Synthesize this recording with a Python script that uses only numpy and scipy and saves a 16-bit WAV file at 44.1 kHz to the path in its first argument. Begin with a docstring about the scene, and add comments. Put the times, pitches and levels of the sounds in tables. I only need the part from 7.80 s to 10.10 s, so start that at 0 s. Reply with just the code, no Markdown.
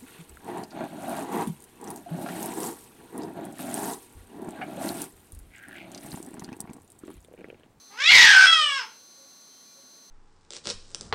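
"""Hiss and a thin electrical whine open the scene; almost at once a cat gives one very loud, close meow.
The voice is a stack of harmonics that rises cleanly, breaks into a rough, throbbing screech of noise puffs
and scattered cycles, snaps back to a clear tone and sinks as the mouth closes.
Moving throat resonances shape it and a small room rings after it; faint brief tones follow.
A limiter and soft clipping overload the screech, and the extreme treble is cut."""
import sys
import numpy as np
from scipy import signal
from scipy.fft import rfft, irfft
from scipy.io import wavfile
from scipy.ndimage import uniform_filter1d

SR = 44100
rng = np.random.default_rng(int(sys.argv[2]) if len(sys.argv) > 2 else 0)


def store_pcm(level_fs):
    """Save levels as 16-bit WAV."""
    pcm = np.round(np.clip(level_fs, -1, 1) * 32767).astype(np.int16)
    wavfile.write(sys.argv[1], SR, np.atleast_2d(pcm).T)


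N = 101429
TIME = np.arange(N) / SR

# pitch glide of the meow: t/s, f/Hz
MEOW_PITCH = [(.11, 395), (.16, 433.2), (.2, 520), (.262, 650), (.284, 679.8), (.305, 738.9), (.328, 1047),
              (.35, 1062), (.372, 972), (.44, 960.6), (.465, 859.7), (.51, 817.8), (.555, 767.5),
              (.662, 754.8), (.669, 665), (.72, 662), (.78, 630.2), (.89, 570.9), (.975, 538),
              (1.01, 478.8), (1.06, 415.3)]
# vocal effort, the loudness of the call: t/s, level/dB
VOCAL_EFFORT = [(.1, -59), (.12, -50), (.16, -47.5), (.205, -27), (.24, -22), (.295, -10.5), (.315, -12.5),
                (.35, -7.5), (.38, -9), (.415, -9), (.5, -10.5), (.54, -11.5), (.575, -13.5), (.655, -14),
                (.685, -18), (.719, -16.5), (.729, -10.5), (.75, -19), (.81, -20), (.87, -23.5),
                (.985, -28.5), (1.02, -35), (1.058, -48)]
# roughness of the voice: t/s, roughness/0-1, throb depth/0-1
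ROUGHNESS = [(.12, 0.31, 0.2), (.2, .1, 0.47), (.298, 0.06, 0.26), (.315, 0.84, 0.4), (.345, 0.79, 0.43),
             (.41, 0.66, 0.2), (.49, 0.66, 0.23), (.55, 0.45, .8), (.662, .5, 0.97), (.67, 0.05, 0.24),
             (.97, 0.02, 0), (1.03, 0.34, 0.3)]
# four throat resonances as the mouth moves: t/s, four centres f/Hz, four peak heights level/dB
MOUTH_RESONANCES = [(.13, 950, 2000, 4770, 7000, 13, 2.5, 16, 2),
                    (.21, 1800, 3240, 5300, 6840, 13.3, 4.3, 8.1, 6),
                    (.265, 2404, 3730, 5500, 7300, 20, 24, 14.5, 6),
                    (.295, 2170, 2883, 4200, 7346, 9.7, 12, 12, 5),
                    (.33, 2150, 3750, 4430, 7350, 17.4, 6.1, 5.4, 2.3),
                    (.42, 1930, 3700, 5700, 7400, 14.4, 9.5, 4.6, 6.1),
                    (.5, 1650, 3191, 5400, 8400, 23.9, 11, 6.7, 13),
                    (.58, 1520, 3050, 5020, 8550, 19.4, 1.76, 7, 10),
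                    (.66, 1510, 3210, 5300, 8550, 21, 5.73, 11, 14.5),
                    (.675, 1400, 3203, 5300, 8600, 4.45, 18, 14, 17),
                    (.735, 1348, 3290, 5150, 8740, 11, 15.2, 9.42, 6.8),
                    (.81, 1219, 3185, 5050, 8216, 12.2, 13.9, 8.3, 13),
                    (.89, 1440, 3083, 5400, 8220, 19.4, 28, 8.7, 21.2),
                    (.98, 1360, 3024, 5300, 7860, 21, 2.9, 18.6, 8.1),
                    (1.04, 1120, 2794, 5250, 8200, 14, 6, 23, 4.9)]
# half-widths of those four resonances: f/Hz
RESONANCE_WIDTHS = (215, 261, 297.7, 521.3)
# colour of the clear voice under the resonances: f/Hz, relative level/dB
FOLD_COLOUR = [(300, -22), (600, -20.5), (900, -4.5), (1200, -4.5), (2200, 3), (4000, -4.5), (6000, -10.5),
               (8000, -20), (10000, -28), (12000, -41.5), (16000, -41)]
# colour of the rasp under the resonances: f/Hz, relative level/dB
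RASP_COLOUR = [(200, -48), (550, -28.5), (850, -4.5), (1300, -5.5), (2300, 4.5), (4400, 3), (6200, -0.5),
               (8000, -17.5), (10000, -24), (12000, -31), (16000, -34)]
# ring of the room, time to fall 60 dB: f/Hz, t60/s
ROOM_DECAY = [(200, .4), (1400, 0.31), (3000, 0.34), (6000, .28), (14000, .18)]
# colour of hiss and room tone: f/Hz, relative level/dB per Hz
HISS_COLOUR = [(18, -57), (30, -31), (49, -28), (249, -5.5), (307, -8.5), (996, -13.5), (1140, -15),
               (1330, -15), (2620, -20), (3680, -18), (3980, -13.5), (5040, -12.5), (6050, -8.5),
               (6540, -15), (9190, -20.5), (9940, -18.5), (15500, -26)]
# electrical whine: f/Hz, rms level/dB
WHINE_TONES = [(258, -76), (1124, -73), (1444, -76.5), (3238, -81), (3487, -77.5), (3735, -76), (3990, -78),
               (4111, -61), (4233, -75.5), (4483, -66), (5975, -75), (6165.5, -56), (8221, -77.5),
               (9959, -76), (10277, -75), (12333, -74.5), (14390, -84)]
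# brief background tones: start t/s, length/s, f/Hz, rms level at the crest/dB
BRIEF_TONES = [(1.367, .11, 542, -63.5), (1.69, .15, 3140, -72.5), (1.875, 0.075, 2390, -73.5),
               (1.95, 0.075, 545, -63)]

JITTER, JITTER_RATE_HZ = 0.0179, 120  # rms fraction of pitch scattered at full roughness
WAVER, WAVER_RATE_HZ = 0.0043, 50  # rms fraction of pitch, unsteady throughout the call
SLIP_TURNS, SLIP_RATE_HZ = 0.098, 378  # cycles come early or late by this rms at full roughness
THROB_HZ, THROB_SCATTER = 59.9, 0.2017  # mean beat rate, rms fraction it wanders
RASP_DB = 1  # rasp at full roughness, against the clear tone at none
SOFT_BELOW_DB, SOFT_BASS, SOFT_HZ = -16, 0.96, 750  # dB of bass gained per dB of effort below the threshold
ROOM_DB, EARLY_DB, EARLY_S = -7, -5, .016  # tail and reflections against the direct sound; early span
HISS_DB = -57.5
WHINE_DRIFT_HZ = 2.5  # rms
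LIMIT_RMS, REACT_S = 0.38, .004  # limiter level and averaging time
CEILING, KNEE = 0.67, 11  # soft clipping: peak level and hardness of the bend
EDGE_HZ = 15730  # top of the recorded band


def meow():
    """One call: roughness scatters the cycles, trades tone for rasp and comes with a throb."""
    (pitch,), (effort,), (rough, beat) = curve(MEOW_PITCH), curve(VOCAL_EFFORT), curve(ROUGHNESS)
    rough = np.clip(rough, 0, 1)
    softness = np.maximum(SOFT_BELOW_DB - effort, 0)

    jitter = JITTER * rough * wander(JITTER_RATE_HZ)
    waver = WAVER * wander(WAVER_RATE_HZ)
    turns = np.cumsum(pitch * (1 + jitter + waver)) / SR
    turns += SLIP_TURNS * rough * wander(SLIP_RATE_HZ)

    throb_hz = THROB_HZ * (1 + THROB_SCATTER * wander(30))
    throb = 1 + beat * np.sin(2 * np.pi * np.cumsum(throb_hz) / SR)

    tone = np.sqrt(1 - rough ** 2) * throb * throat(folds(turns), FOLD_COLOUR, softness)
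    rasp = amp(RASP_DB) * rough * throat(puffs(turns), RASP_COLOUR, softness)
    sounding = (TIME > VOCAL_EFFORT[0][0]) * (TIME < VOCAL_EFFORT[-1][0])
    return (tone + rasp) * amp(effort) * sounding


def folds(turns, count=20):
    """The vibrating vocal folds: equal harmonics of the pitch, each with a random phase."""
    return sum(np.cos(2 * np.pi * (k * turns + rng.random())) for k in range(1, count + 1))


def puffs(turns, depth=0.49):
    """Turbulent breath: noise that swells once in each cycle of the folds."""
    return (1 + depth * np.cos(2 * np.pi * turns)) * rng.standard_normal(N)


def throat(x, colour, softness):
    """Four moving resonances shape a source at steady power; a soft voice is rounder."""
    hz, t, z = signal.stft(x, SR, nperseg=512, noverlap=448)
    hz = hz[:, None]
    mouth = curve(MOUTH_RESONANCES, t)
    peaks = zip(mouth[:4], RESONANCE_WIDTHS, mouth[4:])
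    lift_db = sum(db / (1 + ((hz - centre) / width) ** 2) for centre, width, db in peaks)
    bass_db = SOFT_BASS * np.interp(t, TIME, softness) / (1 + (hz / SOFT_HZ) ** 2)
    shaped = z * amp(spectrum(colour, hz) + lift_db + bass_db)
    shaped = shaped / np.linalg.norm(shaped, axis=0)  # even power in every frame
    return unit(signal.istft(shaped, nperseg=512, noverlap=448)[1][:N])


def room(x):
    """The direct sound, a few early reflections, then a short diffuse tail that decays by frequency."""
    hz, t, z = signal.stft(rng.standard_normal(SR // 2), SR, nperseg=256)
    decay = amp(-60 * t / spectrum(ROOM_DECAY, hz)[:, None])
    tail = signal.istft(z * decay, nperseg=256)[1]
    tail *= np.minimum(TIME[:len(tail)] / EARLY_S, 1)  # builds up behind the reflections
    response = amp(ROOM_DB) * tail / np.linalg.norm(tail)

    early = (rng.uniform(.1, 1, size=8) * EARLY_S * SR).astype(int)
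    response[early] += amp(EARLY_DB) * rng.choice([-1, 1], len(early)) / np.sqrt(len(early))
    response[0] += 1  # direct sound
    return signal.fftconvolve(x, response / np.linalg.norm(response))[:N]


def whine():
    """Thin electrical tones, each drifting slightly in pitch."""
    total = np.zeros(N)
    for hz, db in WHINE_TONES:
        drifting_hz = hz + WHINE_DRIFT_HZ * wander(12)
        total += amp(db) * unit(np.sin(2 * np.pi * np.cumsum(drifting_hz) / SR))
    return total


def hiss():
    """Room tone and microphone hiss: steady noise, coloured by frequency."""
    colour = amp(spectrum(HISS_COLOUR, np.fft.rfftfreq(N, 1 / SR)))
    return amp(HISS_DB) * unit(irfft(rfft(rng.standard_normal(N)) * colour, N))


def hums():
    """Faint brief sine tones that swell and fade."""
    total = np.zeros(N)
    for start, length, hz, db in BRIEF_TONES:
        swell = np.sqrt(2 * np.sin(np.pi * np.clip((TIME - start) / length, 0, 1)))
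        total += amp(db) * swell * np.sin(2 * np.pi * hz * TIME)
    return total


def amp(db):
    """Decibels to gain."""
    return 10 ** (np.asarray(db) / 20)


def unit(x):
    """Scales to rms 1."""
    return x / np.sqrt(np.mean(x ** 2) + 1e-20)


def curve(table, t=TIME):
    """Each column of a table of timed points, joined by straight lines."""
    s, *columns = np.transpose(table)
    return [np.interp(t, s, c) for c in columns]


def spectrum(table, hz):
    """Reads (f/Hz, value) points on a log-frequency axis."""
    f, value = np.transpose(table)
    return np.interp(np.log(hz + 1), np.log(f + 1), value)


def wander(rate_hz):
    """Random motion of rms 1: noise rolled off steeply above the rate."""
    hz = np.fft.rfftfreq(N, 1 / SR)
    return unit(irfft(rfft(rng.standard_normal(N)) / (1 + (hz / rate_hz) ** 4), N))


def scene():
    """The cat in its room over the quiet background."""
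    return (room(meow()) + hiss() + whine() + hums())[None]


def record(dry):
    """A quick limiter holds the loudest swells, the input stage rounds off peaks, then the band limit."""
    size = max(round(REACT_S * SR), 1)
    level = np.sqrt(abs(uniform_filter1d(dry ** 2, size)))
    gain = uniform_filter1d(LIMIT_RMS / np.maximum(level, LIMIT_RMS), size)

    fine = signal.resample_poly(dry * gain, 2, 1, axis=1)  # oversampled to tame clipping aliases
    clipped = fine / (1 + abs(fine / CEILING) ** KNEE) ** (1 / KNEE)
    rounded = signal.resample_poly(clipped, 1, 2, axis=1)

    lowpass = signal.firwin(511, EDGE_HZ, window=("kaiser", 9), fs=SR)
    return signal.oaconvolve(rounded, lowpass[None], "same")


dry = scene()
out = record(dry)
store_pcm(out)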